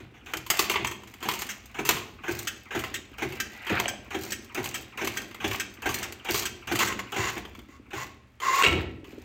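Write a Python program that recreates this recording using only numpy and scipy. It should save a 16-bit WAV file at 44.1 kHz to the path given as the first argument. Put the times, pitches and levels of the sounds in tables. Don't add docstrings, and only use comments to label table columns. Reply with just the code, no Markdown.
import sys
import numpy as np
from scipy import signal
from scipy.fft import rfft, irfft, next_fast_len
from scipy.io import wavfile
from scipy.ndimage import map_coordinates

SR = 44100
rng = np.random.default_rng(int(sys.argv[2]) if len(sys.argv) > 2 else 0)


def file_out(sig):
    cols = np.atleast_2d(sig).T
    lim = np.clip(cols, -1, 1)
    pcm = np.round(lim * 32767).astype(np.int16)
    wavfile.write(sys.argv[1], SR, pcm)


N = 407484
T = np.arange(SR // 2) / SR
CLOCK = np.arange(N) / SR

# start_s, knock_db, rattle_db, thud_db, sway_db
JOLTS = [(0.0, -61, -48.5, -45, -64.5), (0.334, -50.5, -32, -42.5, -63.5), (0.594, -52, -47, -44, -46),
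         (0.79, -48.5, -44, -37, -53.5), (1.251, -46, -31.5, -42, -52), (1.786, -41.5, -26.5, -37.5, -66),
         (1.896, -42.5, -21.5, -35, -74), (2.28, -41.5, -26, -37, -50), (2.748, -40.5, -25, -36, -49),
         (3.22, -40.5, -26, -36, -49), (3.694, -39.5, -28.5, -34, -45), (4.144, -39, -28.5, -38, -48),
         (4.573, -40.5, -32, -35.5, -48.5), (5.013, -41, -27.5, -38, -45), (5.441, -38, -24, -35, -51),
         (5.857, -40.5, -21, -38, -47), (6.286, -41, -24.5, -33.5, -49), (6.713, -38, -26.5, -36.5, -39),
         (7.161, -42, -27.5, -34, -55), (7.364, -48.5, -34, -52, -73), (7.931, -49, -33, -40, -63)]
# start_s, squeak_db, tick_db
LEVER_TAKEUPS = [(0.138, -53, -80.5), (0.259, -43, -49.5), (1.204, -46, -50.5), (1.743, -40, -55),
                 (2.235, -37.5, -55), (2.706, -35, -62), (3.182, -37.5, -42.5), (4.105, -37.5, -47),
                 (4.546, -34, -30), (4.974, -34, -40), (5.401, -37.5, -66), (5.82, -37, -39),
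                 (6.247, -36, -39.5), (6.672, -34.5, -39), (7.12, -34, -39), (7.905, -45.5, -58)]
# start_s, ring_db, snap_db, hold_s
HANDLE_CLINKS = [(0.8705, -26.5, -58, 0.0082), (1.49, -28.5, -42, 0.026), (2.4717, -21.5, -35, 0.011),
                 (2.9412, -28, -31, 0.022), (3.401, -23, -27.5, 0.0096), (3.8808, -24.5, -50.5, 0.012),
                 (4.3207, -26, -28.5, 0.014), (4.7427, -25.5, -36.5, 0.019), (5.171, -22, -61, 0.0048),
                 (5.5978, -22.5, -33, 0.011), (6.0286, -28, -32, 0.014), (6.4545, -25.5, -29.5, 0.016),
                 (6.8732, -24, -47.5, 0.0092)]
# first_s, last_s, count, first_db, last_db, pitch_hz
KNOCK_RUNS = [(0.005, 0.238, 3, -35, -50, 257), (3.704, 3.726, 2, -15.5, -21, 320),
              (3.716, 3.716, 1, -21, -21, 173), (3.82, 3.834, 2, -28, -34, 495),
              (3.857, 3.936, 4, -24, -34, 478), (7.582, 7.797, 3, -37.5, -39, 209),
              (7.881, 7.881, 1, -48, -48, 236), (8.059, 8.147, 2, -42, -48, 230),
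              (8.982, 9.18, 5, -38, -32.5, 252)]
# start_s, length_s, grit_db, fizz_db
GRIND_SPELLS = [(0.0, 0.011, -50.5, -75), (0.295, .04, -55.5, -65), (0.504, 0.15, -34, -35),
                (0.734, 0.037, -33, -51), (1.26, 0.16, -44, -41.5), (1.466, 0.029, -47, -45),
                (1.87, 0.1, -39, -46), (2.281, 0.13, -44, -44), (2.747, 0.11, -40.5, -51),
                (3.24, 0.14, -47.5, -54), (3.513, 0.171, -49.5, -60), (3.69, .105, -31, -47.5),
                (4.18, 0.12, -45.5, -45), (4.577, 0.23, -47, -52), (5.03, 0.17, -43, -47.5),
                (5.46, 0.093, -38.5, -40), (5.905, 0.14, -40, -50.5), (6.289, .13, -37.5, -35.5),
                (6.75, 0.14, -35, -39.5), (7.14, .18, -42, -46), (7.93, .11, -46, -51),
                (8.52, 0.12, -32.5, -38), (8.649, 0.15, -38.5, -56), (9.034, 0.23, -56, -65)]
# time_s, level_db, pitch_hz
DRAG_PATH = [(3.28, -56, 2120), (3.399, -39.5, 1980), (3.46, -53, 2000), (3.55, -48, 1990),
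             (3.66, -38.5, 1960), (3.699, -30.5, 1900), (3.735, -33, 1850), (3.776, -25, 1780),
             (3.839, -56, 1420)]
# start_s, length_s, rasp_db, squeal_db
CREAK_SPELLS = [(6.794, 0.037, -17.5, -31), (6.873, 0.042, -30.5, -44), (6.987, 0.015, -26.5, -33),
                (7.161, 0.14, -26.5, -38), (7.679, .09, -52.5, -59), (7.942, 0.093, -33, -48),
                (8.412, .205, -26.5, -35)]
# centre_s, peak_db, half_length_s
RAM_SLIPS = [(8.437, -23, 0.0028), (8.468, -19, 0.0036), (8.485, -15, 0.0034), (8.498, -21.5, 0.0066),
             (8.514, -31, 0.0047), (8.544, -14.5, 0.0067), (8.592, -15, 0.0051), (8.616, -14, 0.0036)]
# start_s, body_db, treble_db, t60_s
GLASS_CRACKS = [(0.336, -25.5, -33, .035), (0.37, -34, -33.5, 0.054), (0.464, -38, -40, 0.09),
                (0.5015, -16.5, -17, .07), (0.592, -16, -17.5, 0.059), (0.697, -19, -27, .1),
                (0.714, -29.5, -32, 0.13), (0.739, -25.5, -41, 0.057), (0.757, -19.5, -61, .075),
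                (0.846, -23, -33.5, 0.078), (0.912, -33.5, -40, 0.11), (1.034, -43.5, -53, .065),
                (1.073, -45.5, -51, 0.14), (1.138, -42, -46.5, .06), (1.227, -32.5, -38.5, 0.2),
                (1.287, -21, -27, 0.085), (1.313, -30, -34, .1), (1.337, -33, -34, .065),
                (1.39, -44, -34.5, .12), (1.419, -27, -30, 0.055), (1.657, -57, -46, 0.05),
                (1.851, -30, -31, 0.41), (1.89, -15, -15.5, 0.039), (1.908, -23.5, -26, 0.057),
                (1.967, -30.5, -40, 0.11), (2.39, -53, -30, 0.053), (2.791, -34, -35.5, 0.098),
                (2.838, -26.5, -40.5, .08), (3.322, -37.5, -45, 0.087), (3.668, -31.5, -45, 0.23),
                (3.799, -21, -26, 0.027), (4.445, -56, -50, .06), (4.641, -37, -33, .12),
                (4.657, -30.5, -34, .04), (4.689, -49, -34.5, 0.033), (4.82, -51, -50, 0.086),
                (5.046, -29.5, -32, 0.078), (5.073, -24, -31, .08), (5.311, -40, -53.5, .08),
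                (5.345, -36, -44.5, 0.057), (5.513, -26, -38, 0.087), (5.545, -29, -42, 0.069),
                (5.738, -60, -49.5, .08), (5.89, -30.5, -32.5, .22), (5.942, -31, -27.5, 0.1),
                (5.986, -46, -35, 0.073), (6.123, -39, -37, .04), (6.343, -25.5, -26, 0.28),
                (6.424, -30, -41.5, .09), (6.721, -32, -33, .1), (6.756, -25.5, -29.5, 0.093),
                (6.79, -22.5, -25.5, 0.18), (6.812, -22, -41, 0.032), (6.923, -29.5, -41, .06),
                (6.991, -27, -40, 0.048), (7.378, -33, -40.5, 0.053), (7.451, -37, -52, 0.066),
                (7.55, -42.5, -54, .05), (7.59, -42, -53, 0.047), (8.401, -36.5, -45, 0.088),
                (9.043, -46.5, -58, 0.13)]
# start_s, level_db, t60_s
WALL_FRACTURES = [(0.758, -22, 0.022), (3.857, -20, 0.0073), (4.735, -34, 0.0085), (8.623, -10.5, 0.0095),
                  (8.634, -12.5, 0.071), (8.639, -14, 0.053), (8.647, -13.5, 0.05), (8.663, -14, 0.067),
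                  (8.667, -25, 0.048), (8.671, -22, .04), (8.683, -17, 0.03), (8.701, -28, 0.038),
                  (8.726, -22, 0.05), (8.776, -32, 0.049)]

# pitch_hz, level_db, t60_s
HANDLE_MODES = [(1587, 4, 0.087), (1846, 3.5, 0.089), (2620, -3, 0.16), (2644, -10.5, 0.099),
                (3193, 1, 0.13), (3100, -17.5, 0.13), (5400, -18, 0.13), (6180, 2.5, 0.07),
                (6500, -5.5, 0.09), (7930, 7.5, 0.047)]
SHARD_MODES = [(1333, -2, 0.54), (1910, -12, 0.76), (2225, -5, 0.4), (2225, 3, .45), (2230, -18, 0.36),
               (2560, -21, 0.36), (2730, -5, 0.15), (2915, 1.5, 0.24), (3820, -1.5, 0.38),
               (3830, -24, 0.46)]
# centre_hz, width_hz, level_db
FRAME_MODES = [(206, 42, -9), (321.5, 35, 2.5), (386.5, 51, 0), (463, 116, -14.5), (717, 276, -15)]
BOTTLE_MODES = [(378, 105, -14.5), (1060, 81, -3), (2030, 150, -7.5), (2760, 55, -11), (6050, 390, -30),
                (7000, 220, -17.5)]
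# frequency_hz, t60_s
ROOM_DECAY = [(100, 0.93), (260, 0.81), (700, 0.5), (1800, 0.45), (5000, 0.48), (13000, 0.2)]

# frequency_hz, density_db
RUMBLE_SPECTRUM = [(20, -36), (40, -2.5), (64, 5.5), (110, -0.5), (150, -24.5), (200, -1.5), (400, -16.5),
                   (600, -19), (1300, -89)]
BENCH_SPECTRUM = [(15, -52.5), (25, -12), (64, -1), (112, -0.5), (130, -3), (151, -49), (194, 5.5),
                  (274, -4), (313, -1.5), (343, 2), (372, 0), (403, -3), (600, -14), (780, -55),
                  (1320, -120)]
RATTLE_SPECTRUM = [(260, -7), (450, -0.5), (589, -13), (771, 2.5), (1140, -10), (1580, 1.5), (1860, -4.5),
                   (2190, -2.5), (3230, -6.5), (4840, -27), (6340, -13.5), (10500, -37.5), (15100, -22.5),
                   (16000, -36)]
CLINK_SPECTRUM = [(530, -47.5), (1050, -12), (1300, 1), (1620, 0), (2100, 2.5), (2950, -0.5), (3250, 0),
                  (4400, -12), (6200, -3), (7900, -8), (8400, -13), (11300, -24.5), (13500, -9.5),
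                  (15700, -16)]
GRIT_SPECTRUM = [(260, -45), (450, -4.5), (539, -6), (775, 0.5), (911, -5.5), (1080, -4), (1210, -5.5),
                 (1550, -4), (2350, 0.5), (2570, 0.5), (3210, -7), (3810, -8.5), (5000, -17.5), (6500, -39),
                 (11000, -120)]
FIZZ_SPECTRUM = [(2650, -21.5), (4500, -4.5), (5240, -6.5), (7100, -4.5), (8140, -10), (9370, -16.5),
                 (11200, -20), (13700, -5.5), (15700, -10.5), (16200, -23.5), (16500, -38)]
SCRAPE_SPECTRUM = [(760, -20), (1300, -4.5), (1640, -5.5), (2150, -11.5), (2440, -23), (2750, -8.5),
                   (5260, -14), (7050, -12.5), (8700, -27.5), (10500, -29.5), (12600, -22.5),
                   (14400, -30.5), (15300, -19.5), (16000, -34)]
CRACK_SPECTRUM = [(150, -21.5), (250, -31.5), (350, 10.5), (560, -11), (800, -2.5), (1080, 7), (1600, -4),
                  (2150, 5.5), (2420, 0.5), (2750, 3.5), (3250, 1.5), (3900, -15), (5000, -13.5),
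                  (8000, -60.5)]
SNAP_SPECTRUM = [(2240, -7.5), (3800, -3.5), (4800, 0), (5230, -7.5), (6250, 1), (7070, 0.5), (10900, -15),
                 (13700, -0.5), (15700, -9.5), (16200, -12), (16500, -35.5)]
CRUNCH_SPECTRUM = [(180, -42), (300, -14), (412, -1.5), (511, -16.5), (856, -16), (978, -9.5), (1660, -9),
                   (2740, 1.5), (3400, -15), (3700, -15), (5340, -24), (7690, -20), (10900, -47),
                   (14200, -34), (16000, -55)]
SHUDDER_SPECTRUM = [(30, -19), (80, 2.5), (150, -5), (220, -9), (360, -1.5), (520, -14.5), (1000, -15.5),
                    (3000, -79)]
ROCKING_SPECTRUM = [(30, -40), (50, 4), (85, 9), (150, -5), (220, 4), (370, -12), (600, -11), (1300, -80)]
THUD_SPECTRUM = [(30, -17), (70, 5), (115, 12), (220, -8), (400, -43.5), (900, -89)]
AIR_SPECTRUM = [(300, -0.5), (2500, -1.5), (4500, -16), (8000, -20), (14000, -31.5)]


def amp(db):
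    return 10 ** (np.asarray(db) / 20)


def unit(x):
    return x / np.sqrt(np.mean(x ** 2) + 1e-20)


def along(points, hz):
    frequencies, values = np.transpose(points)
    return np.interp(np.log(hz + 1), np.log(frequencies + 1), values)


def add(track, s, sound):
    part = track[max(round(s * SR), 0):][:len(sound)]
    part += sound[:len(part)]


def drift(rate, size=N):
    knots = rng.standard_normal(int(size * rate / SR) + 4)
    steps = np.arange(0, len(knots), .125)
    curve = map_coordinates(knots, [steps], mode="nearest")
    return np.interp(np.arange(size) * rate / SR, steps, curve)


def filtered(x, response):
    size = next_fast_len(len(x) + 2048, real=True)
    return irfft(rfft(x, size) * response(np.fft.rfftfreq(size, 1 / SR)), size)[:len(x)]


def coloured(x, spectrum):
    return unit(filtered(x, lambda hz: amp(along(spectrum, hz))))


def resonate(x, modes):
    def response(hz):
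        return sum((-1) ** k * amp(db) * 1j * hz * width / (centre ** 2 - hz ** 2 + 1j * hz * width)
                   for k, (centre, width, db) in enumerate(modes))
    return unit(filtered(x, response))


def fade(attack, hold, t60):
    return (1 - np.exp(-T / attack)) * amp(-60 * np.maximum(T - hold, 0) / max(t60, .004))


def spells(rows, attack, t60, growth_db_per_s=0):
    gain = np.zeros(N)
    for s, length, db in rows:
        add(gain, s, amp(db + growth_db_per_s * np.minimum(T, length)) * fade(attack, length, t60))
    return gain


def activity(s):
    return amp(np.interp(s, [.2, .3, 7.5, 7.92], [-14, 0, 0, -14]))


def grains(rate, spread_db):
    impulses = (rng.random(N) < rate / SR) * rng.standard_normal(N)
    return impulses * amp(spread_db * np.minimum(rng.exponential(size=N), 4))


def burst(spectrum, attack, hold, t60, ripple_db=2.8):
    size = min(len(T), int((hold + 1.3 * t60) * SR) + 512)
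    grid_hz = np.arange(0, SR / 2, 190)
    ripple = ripple_db * rng.standard_normal(len(grid_hz))
    noise = rng.standard_normal(len(T))[:size]
    spray = filtered(noise, lambda hz: amp(along(spectrum, hz) + np.interp(hz, grid_hz, ripple)))
    return np.pad(unit(spray), (0, len(T) - size)) * fade(attack, hold, t60)


def rough_tone(pitch, width_hz):
    flutter = drift(width_hz, len(pitch)) + 1j * drift(width_hz, len(pitch))
    return unit(np.real(flutter * np.exp(2j * np.pi * np.cumsum(pitch) / SR)))


def ring(modes, width_hz):
    t = T[:int(max(t60 for _, _, t60 in modes) * SR)]
    waves = sum(amp(db - 60 * t / t60) * rough_tone(np.full(len(t), hz), width_hz)
                for hz, db, t60 in modes)
    return waves / np.linalg.norm([amp(db) for _, db, _ in modes]) * (1 - np.exp(-t / .0002))


def dull_knock(hz):
    t = T[:SR // 8]
    pitch = hz * (1 + np.exp(-t / .004))
    tone = np.sin(2 * np.pi * np.cumsum(pitch) / SR) + .2 * rough_tone(pitch, width_hz=260)
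    return tone * fade(attack=.0012, hold=.004, t60=12 / hz)[:len(t)]


def room_tone():
    air = amp(-65.5) * coloured(rng.standard_normal(N), AIR_SPECTRUM)
    rumble = amp(-56 + 3 * drift(7.1)) * coloured(rng.standard_normal(N), RUMBLE_SPECTRUM)
    hum = amp(-62.5 + 2 * drift(1.2)) * np.sin(2 * np.pi * 120 * CLOCK)
    return air + rumble + hum


def workshop_reverb(x):
    out = np.zeros(N)
    hop = SR // 3
    for start in range(0, N, hop):
        hz, t, noise = signal.stft(rng.standard_normal(len(T)), SR, nperseg=256)
        decay = amp(-60 * t / along(ROOM_DECAY, hz)[:, None])
        _, tail = signal.istft(noise * decay, SR, nperseg=256)
        tail = tail[:len(T)] * (1 - np.exp(-T / .00033))
        add(out, start / SR, signal.fftconvolve(x[start:start + hop], tail / np.linalg.norm(tail)))
    return out


def bench():
    sway = spells([(s, .25, db) for s, *_, db in JOLTS], attack=.04, t60=.49)
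    patter = np.zeros(N)
    starts = np.cumsum(rng.uniform(.04, .11, size=130))
    for s, db in zip(starts, rng.normal(-46.5, 2.5, len(starts))):
        add(patter, s, amp(db) * activity(s) * dull_knock(216))
    return patter + sway * coloured(rng.standard_normal(N), BENCH_SPECTRUM)


def knock_runs():
    out = np.zeros(N)
    for first, last, count, first_db, last_db, hz in KNOCK_RUNS:
        for s, db in np.linspace((first, first_db), (last, last_db), count):
            add(out, s, amp(db) * dull_knock(hz * rng.normal(1, .025)))
    return out


def lever():
    out = np.zeros(N)
    stir_lead_s, stir_db = .052, -11
    for s, squeak_db, tick_db in LEVER_TAKEUPS:
        for start, db in [(s - stir_lead_s, squeak_db + stir_db), (s, squeak_db)]:
            pitch = 1450 * rng.normal(1, .04) * (.6 + .4 * np.exp(-T / .033))
            squeak = amp(-4) * rough_tone(pitch, width_hz=650)
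            squeak += amp(-1.5) * rough_tone(2 * pitch, width_hz=830)
            add(out, start, amp(db) * squeak * fade(attack=.0028, hold=.009, t60=.21))
        add(out, s, amp(squeak_db) * burst(RATTLE_SPECTRUM, attack=.0022, hold=.044, t60=.17))
        add(out, s, amp(tick_db) * burst(SNAP_SPECTRUM, attack=.0005, hold=.0017, t60=.054))
    return out


def frame_jolts():
    out = np.zeros(N)
    thud_lag_s = .0275
    for s, knock_db, rattle_db, thud_db, _ in JOLTS:
        add(out, s, amp(rattle_db) * burst(RATTLE_SPECTRUM, attack=.0014, hold=.0098, t60=.11))
        steel = resonate(rng.standard_normal(len(T)), FRAME_MODES)
        add(out, s, amp(knock_db) * unit(steel * fade(attack=.0021, hold=.03, t60=.11)))
        thud = burst(THUD_SPECTRUM, attack=.0022, hold=.0098, t60=.38)
        add(out, s + thud_lag_s, amp(thud_db) * thud)
    return out


def handle():
    out = np.zeros(N)
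    strike = 1 + .9 * np.exp(-T / .005)
    for s, ring_db, snap_db, hold_s in HANDLE_CLINKS:
        add(out, s, amp(snap_db) * burst(SNAP_SPECTRUM, attack=.000517, hold=.0022, t60=.06))
        clink = strike * burst(CLINK_SPECTRUM, attack=.0027, hold=hold_s, t60=.068)
        add(out, s, amp(ring_db - 4.5) * clink)
        add(out, s, amp(ring_db) * ring(HANDLE_MODES, width_hz=56))
    return out


def chips(low_hz, high_hz, life_s, spread_db=3, count=14000):
    when, pitch, size = rng.random((count, 3)).T[:, :, None]
    age = np.arange(int(4 * life_s * SR))
    hz = low_hz + pitch * (high_hz - low_hz)
    pings = np.exp(-age / (life_s * SR)) * np.sin(2 * np.pi * hz * age / SR)
    strength = amp(-spread_db * np.log(np.maximum(size, .02)))
    positions = (when * N).astype(int) + age
    return unit(np.bincount(positions.ravel(), (strength * pings).ravel(), N)[:N])


def grinding():
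    grit_gain = spells([(s, length, db) for s, length, db, _ in GRIND_SPELLS], attack=.019, t60=.36)
    fizz_gain = spells([(s, length, db) for s, length, _, db in GRIND_SPELLS], attack=.019, t60=.22)
    grit_gain += amp(-58) * activity(CLOCK)
    fizz_gain += amp(-65.5) * activity(CLOCK)
    collapses = np.abs(grains(rate=110, spread_db=2))
    flares = unit(signal.lfilter([1], [1, -np.exp(-1 / (.004 * SR))], collapses))
    coarse = chips(300, 6000, life_s=.0008)
    fine = chips(4000, 16000, life_s=.0002)
    grit = coloured((coarse + rng.standard_normal(N)) * (1 + .16 * flares), GRIT_SPECTRUM)
    fizz = coloured((.5 * fine + rng.standard_normal(N)) * (.5 + flares), FIZZ_SPECTRUM)
    return grit_gain * grit + fizz_gain * fizz


def drag():
    s, db, hz = np.transpose(DRAG_PATH)
    level = amp(np.interp(CLOCK, s, db, left=-120, right=-120))
    pitch = np.interp(CLOCK, s, hz)
    hoarseness = (level / level.max()) ** .27
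    thin = (1 - hoarseness) * rough_tone(pitch, width_hz=190)
    hoarse = hoarseness * rough_tone(pitch, width_hz=1600)
    overtone = amp(-13) * rough_tone(1.38 * pitch, width_hz=600)
    return level * (thin + hoarse + overtone)


def creaks():
    shape = dict(attack=.011, t60=.054, growth_db_per_s=13.5)
    load = spells([(s, length, db) for s, length, db, _ in CREAK_SPELLS], **shape)
    squeal_gain = spells([(s, length, db) for s, length, _, db in CREAK_SPELLS], **shape)
    rasp = amp(-3) * resonate(grains(rate=5000, spread_db=3.5), BOTTLE_MODES)
    slip_hz = 1080 * (1 + .0283 * drift(160))
    phase = 2 * np.pi * np.cumsum(slip_hz) / SR
    pulses = rng.standard_normal(N) * (1 + np.cos(phase)) ** 2
    scrape = amp(-8.5) * coloured(pulses * amp(1.2 * drift(200)), SCRAPE_SPECTRUM)
    slips = sum(amp(db) * np.exp(-.5 * ((CLOCK - s) / width) ** 2) for s, db, width in RAM_SLIPS)
    tone = np.sin(phase) + amp(-11.5) * np.sin(2 * phase)
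    squeal = np.hypot(slips, squeal_gain * amp(1.8 * drift(60))) * tone
    return load * (rasp + scrape) + squeal


def cracks():
    out = np.zeros(N)
    ticks = [(s + rng.random() * length, grit_db + 2, fizz_db + 3.5, .06)
             for s, length, grit_db, fizz_db in GRIND_SPELLS]
    snap = 1 + .61 * np.exp(-T / .0025)
    for s, body_db, treble_db, t60 in list(GLASS_CRACKS) + ticks:
        body = amp(body_db) * burst(CRACK_SPECTRUM, attack=.0007, hold=.0033, t60=t60)
        treble = amp(treble_db) * burst(SNAP_SPECTRUM, attack=.00049, hold=.0031, t60=1.06 * t60)
        add(out, s, snap * (body + treble))
    return out


def fractures():
    out = np.zeros(N)
    for s, db, t60 in WALL_FRACTURES:
        add(out, s, amp(db) * burst(CRUNCH_SPECTRUM, attack=.00067, hold=.0018, t60=t60, ripple_db=4.5))
    add(out, 8.636, amp(-21) * ring(SHARD_MODES, width_hz=67))
    add(out, 8.66, amp(-26) * burst(SHUDDER_SPECTRUM, attack=.0046, hold=.11, t60=.37, ripple_db=-2.5))
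    add(out, 8.74, amp(-44) * burst(ROCKING_SPECTRUM, attack=.02, hold=.08, t60=1.3))
    return out


def scene():
    press = frame_jolts() + lever() + handle()
    glass = cracks() + grinding() + creaks() + drag() + fractures()
    near = press + glass + knock_runs()
    return (amp(-2.5) * near + amp(-11.5) * workshop_reverb(near) + room_tone() + bench())[None]


def record(dry):
    low_hz, top_hz = 34, 15900
    return np.array([filtered(x, lambda hz: (hz < top_hz) * hz ** 4 / (hz ** 4 + low_hz ** 4))
                     for x in dry])


dry = scene()
out = record(dry)
file_out(out)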